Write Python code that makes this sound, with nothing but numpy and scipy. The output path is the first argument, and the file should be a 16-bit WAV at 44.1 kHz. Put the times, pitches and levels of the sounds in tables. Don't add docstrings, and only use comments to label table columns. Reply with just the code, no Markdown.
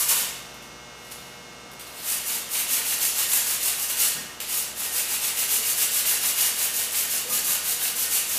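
import sys
import numpy as np
from scipy import signal
from scipy.fft import irfft
from scipy.io import wavfile

SR = 44100
rng = np.random.default_rng(int(sys.argv[2]) if len(sys.argv) > 2 else 0)


def unload_wav(signal):
    wavfile.write(
        sys.argv[1],
        SR,
        np.round(np.clip(np.atleast_2d(signal).T, -1, 1) * 32767).astype(np.int16),
    )


N = 369558
TIME = np.arange(N) / SR
TOP_HZ = 15050

# moment of top speed in seconds, relative level of the wires in dB.
STROKES = [(.008, -24), (.115, -21.5), (0.169, -29.5), (2.108, -28.5), (2.31, -30), (2.575, -27.5),
           (2.736, -26), (2.909, -27), (3.041, -25.5), (3.204, -26), (3.344, -24), (3.508, -27.5),
           (3.666, -26), (3.832, -29.5), (3.905, -29.5), (4.011, -22.5), (4.551, -28.5), (4.838, -30.5),
           (4.97, -26.5), (5.136, -28), (5.256, -27), (5.412, -26.5), (5.523, -23.5), (5.689, -26),
           (5.812, -25), (5.976, -25.5), (6.096, -24), (6.272, -26), (6.415, -24), (6.629, -28),
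           (6.788, -27.5), (6.986, -26.5), (7.136, -29), (7.353, -27), (7.488, -25.5), (7.703, -28),
           (7.843, -28), (8.02, -27.5), (8.145, -25.5), (8.345, -29)]
# frequency in Hz, relative density in dB per Hz.
WIRES = [(1500, -43), (3500, -11), (5300, -5.5), (7000, -1.5), (9000, -1), (10800, 0.5), (13000, 0),
         (15000, -3)]
# frequency in Hz, relative density in dB per Hz.
RASP = [(150, -23), (400, -10.5), (900, -4.5), (1500, -4), (2200, 1), (2850, 3), (3400, 1), (4600, -1.5),
        (7000, -23), (14000, -40)]


def undb(db):
    return 10 ** (np.asarray(db) / 20)


def unit(x):
    return x / np.sqrt(np.mean(x ** 2))


def along(points, hz):
    f, value = np.transpose(points)
    return np.interp(np.log(np.maximum(hz, 1)), np.log(f), value)


def colour(x, points):
    hz = np.fft.rfftfreq(2048, 1 / SR)
    gain = undb(along(points, hz)) * (hz < TOP_HZ + 500)
    response = np.fft.fftshift(irfft(unit(gain))) * np.hanning(2048)
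    return signal.fftconvolve(x, response, "same")


def ring(x, response):
    return signal.fftconvolve(x, response / np.sqrt(np.sum(response ** 2)))[:N]


def walk(rate):
    return np.interp(TIME * rate, np.arange(N), rng.standard_normal(N))


def flicks(rate, spread_db):
    share = np.clip(rate / SR, .001, 1)
    size_db = spread_db * np.clip(rng.standard_normal(N), -2.5, 2.5)
    size = undb(size_db) * rng.choice([-1, 1], N)
    happens = rng.random(N) < share
    return unit(happens * size / np.sqrt(share))


def decay(age, t60):
    return np.exp(-np.log(1000) * age / t60)


def burst(start, rise, t60):
    age = TIME - start
    return np.clip(age / rise, 0, 1) * decay(np.clip(age - rise, 0, 2 * t60), t60)


def air(db=-46.5):
    # frequency in Hz, relative density in dB per Hz.
    rush = [(25, -30), (60, 1), (95, -9), (135, -1), (190, 3.5), (290, 0.5), (550, 1.5), (900, 1),
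            (1600, -4), (4000, -9), (8000, -12.5), (15000, -23)]
    return colour(rng.standard_normal(N), rush) * undb(db + 0.2 * walk(5.5))


def drone(waver_db=1.0):
    # frequency in Hz, rms level in dB before the course below is added.
    tones = [(136.7, -62.5), (184.7, -65)]
    # time in seconds, change in dB.
    course = [(0, 3), (1.5, 2.5), (2.8, -10), (8.38, -9)]
    total = 0
    for hz, db in tones:
        level = undb(db + waver_db * walk(5))
        total = total + level * unit(np.sin(2 * np.pi * hz * TIME + 1.0 * walk(5.6)))
    return total * undb(np.interp(TIME, *np.transpose(course)))


def buzz(lines_db=-1.5, rest_db=0, odd_db=-6, waver_db=1.1):
    # frequency in Hz, rms level in dB before lines_db is added.
    strong = [(60, -61), (120, -63), (240, -60), (360, -63), (480, -56), (600, -59), (720, -60),
              (1200, -57), (1320, -57), (1440, -62), (1560, -57), (1920, -59), (2160, -53), (2640, -59),
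              (2760, -61), (2880, -56), (3600, -58.5), (5400, -63), (5520, -63), (5880, -61), (5940, -61),
              (6000, -65), (6480, -65), (6720, -61), (6960, -67), (8280, -69), (8400, -67), (8520, -70)]
    # frequency in Hz, rms level in dB before scatter and odd_db.
    weak = [(120, -74), (1000, -67.5), (3000, -71), (6000, -68.5), (8000, -82), (10000, -99), (15000, -89)]
    mains_hz = 60
    order = np.arange(1, TOP_HZ // mains_hz)
    hz = mains_hz * order
    scatter_db = 3.0 * rng.uniform(-0.83, 1, len(hz))
    db = along(weak, hz) + rest_db + odd_db * (order % 2) + scatter_db
    for line_hz, line_db in strong:
        db[round(line_hz / mains_hz) - 1] = line_db + lines_db
    phase = 2 * np.pi * rng.random(len(hz))
    lines = undb(db) * np.exp(1j * phase) * SR / np.sqrt(2)
    out = 0
    for group in np.array_split(rng.permutation(len(hz)), 10):
        spectrum = np.zeros(SR // 2 + 1, complex)
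        spectrum[hz[group]] = lines[group]
        out = out + np.resize(irfft(spectrum), N) * undb(waver_db * walk(1.6))
    return out


def tail(build_s=0.0067):
    # frequency in Hz, reverberation time T60 in seconds.
    room_t60 = [(200, 0.54), (1000, 0.91), (3000, 1), (7000, 0.62), (14000, 0.34)]
    hz, t, cells = signal.stft(rng.standard_normal(SR), SR, nperseg=256)
    t60 = along(room_t60, hz)[:, None]
    reflections = signal.istft(cells * decay(t, t60), SR)[1][:SR]
    return reflections * np.minimum(TIME[:SR] / build_s, 1)


def garage(x, wet_db=0.89, count=8):
    place = TIME * 70
    wet = 0
    for k in range(count):
        distance = np.abs((place - k) % count - count / 2)
        share = np.sqrt(np.maximum(1 - distance, 0))
        wet = wet + ring(x * share, tail())
    return x + undb(wet_db) * wet


def rocking():
    # start in seconds, grating level in dB, thud level in dB.
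    knocks = [(.005, -35.5, -57), (.1, -33.5, -54), (.21, -50, -54), (4.03, -41, -60), (4.15, -52, -43.5),
              (4.84, -44.5, -64), (7.298, -41, -42.5), (7.48, -37, -47)]
    # start in seconds, frequency of the mode in Hz, peak level in dB.
    clonks = [(.002, 1200, -39), (7.25, 500, -37.5), (7.299, 1220, -35.5), (7.48, 1174, -42)]
    # frequency in Hz, relative density in dB per Hz.
    grate_shape = [(200, -35), (500, 4), (750, -2), (1050, 6.5), (1200, 1), (1450, 4.5), (3000, -7)]
    # frequency in Hz, relative density in dB per Hz.
    thud_shape = [(70, -25), (150, -1), (220, 3), (330, -8.5), (800, -28)]
    grate, thud, tones = 0, 0, 0
    for at, grate_db, thud_db in knocks:
        contact = burst(at, rise=0.0067, t60=0.29)
        grate = grate + undb(grate_db) * contact
        thud = thud + undb(thud_db) * contact
    for at, hz, db in clonks:
        envelope = burst(at, rise=.0023, t60=0.12)
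        tones = tones + undb(db) * envelope * np.sin(2 * np.pi * hz * (TIME - at))
    grating = colour(grate * flicks(2500, spread_db=6.5), grate_shape)
    thudding = colour(thud * rng.standard_normal(N), thud_shape)
    return grating + thudding + tones


def handling(ring_db=-16, rasp_db=-7):
    # start in seconds, level in dB, rise in seconds, T60 in seconds.
    taps = [(.541, -47, .002, .06), (.618, -49, .01, 0.16), (1.105, -37.5, 0.016, .07),
            (1.713, -46, .002, .07), (1.733, -48, .002, .04), (1.795, -37, .001, 0.053),
            (1.808, -43, .002, 0.15), (1.865, -45, 0.0043, 0.16), (1.945, -46, 0.026, 0.21),
            (4.402, -27, 0.0009, 0.037), (4.408, -34, 0.0048, 0.27)]
    # time in seconds, level in dB.
    rustle = [(.4, -73), (.8, -84), (1.05, -55), (1.3, -56.5), (1.5, -71), (1.7, -80), (2, -40), (2.2, -75)]
    envelope = sum(undb(db) * burst(at, rise, t60) for at, db, rise, t60 in taps)
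    force = flicks(12000, spread_db=0.5) * envelope
    cloth_db = np.interp(TIME, *np.transpose(rustle)) + 1.3 * walk(30.3)
    cloth = flicks(3000, spread_db=3) * undb(cloth_db)
    both = force + cloth
    return colour(both, WIRES) + undb(rasp_db) * colour(both, RASP) + undb(ring_db) * disc(force)


def disc(force):
    # frequency in Hz, relative level in dB, T60 in seconds.
    modes = [(447.4, -8.5, 0.48), (812, -20, 0.41), (901, -9.5, .3), (1474, -4, 0.73), (1647, -3.5, 1),
             (1845, -1, 0.68), (2630, -9, 0.47), (2770, -6.5, 0.079), (2860, -1.5, 0.21), (2926, 0, 0.043),
             (4640, -8, .2), (6900, -6, .04), (7650, -18, .1), (7600, -23, .2), (8900, -15, .15),
             (10800, -6, .15), (10800, -14, .05)]
    t = TIME[:SR]
    response = 0
    for hz, db, t60 in modes:
        amplitude = undb(db) / np.sqrt(t60)
        response = response + amplitude * np.sin(2 * np.pi * hz * t) * decay(t, t60)
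    return ring(force, response)


def swings():
    gaps = np.diff(np.array(STROKES)[:, 0])
    gaps = np.pad(gaps, 1, mode="edge")
    speed_up = np.minimum(0.47 * gaps[:-1], 0.093)
    slow_down = np.minimum(.46 * gaps[1:], 0.1)
    return speed_up, slow_down


def brush(wires_db=1, ring_db=-6.5, catch_db=1.5, catch_rate=170, flick_rate=9000):
    usual_stroke_db, rasp_base_db = -26, -37.5
    rasp_growth = 0.83
    drag_db, drag_t60 = -15, .7
    speed, wire_power, disc_power = np.zeros((3, N))
    for (at, db), rise, fall in zip(STROKES, *swings()):
        span = slice(max(int((at - rise) * SR), 0), int((at + drag_t60) * SR))
        age = TIME[span] - at
        phase = np.clip(age / np.where(age < 0, rise, fall), -1, 1)
        swing = np.cos(np.pi / 2 * phase)
        drag = (age > 0) * undb(drag_db) * decay(np.maximum(age - fall, 0), drag_t60)
        swing = np.maximum(swing, drag)
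        rasp_db = rasp_base_db + rasp_growth * (db - usual_stroke_db)
        speed[span] += swing
        wire_power[span] += (swing * undb(db)) ** 2
        disc_power[span] += (swing * undb(rasp_db)) ** 2
    rate = flick_rate * (.2 + speed)
    tips = flicks(rate, spread_db=3) * undb(catch_db * walk(catch_rate))
    wires = colour(tips * np.sqrt(wire_power), WIRES)
    scrapes = flicks(rate, spread_db=3.5) * undb(3.47 * walk(110))
    rasp = colour(scrapes * np.sqrt(disc_power), RASP)
    ringing = disc(tips * np.sqrt(disc_power))
    return undb(wires_db) * wires + rasp + undb(ring_db) * ringing


def scene():
    contacts = brush() + handling() + rocking()
    mono = garage(contacts) + buzz() + drone() + air()
    return np.array([mono, mono])


def record(dry):
    low_pass = signal.ellip(12, .1, 80, TOP_HZ, fs=SR, output="sos")
    return signal.sosfilt(low_pass, dry)


dry = scene()
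out = record(dry)
unload_wav(out)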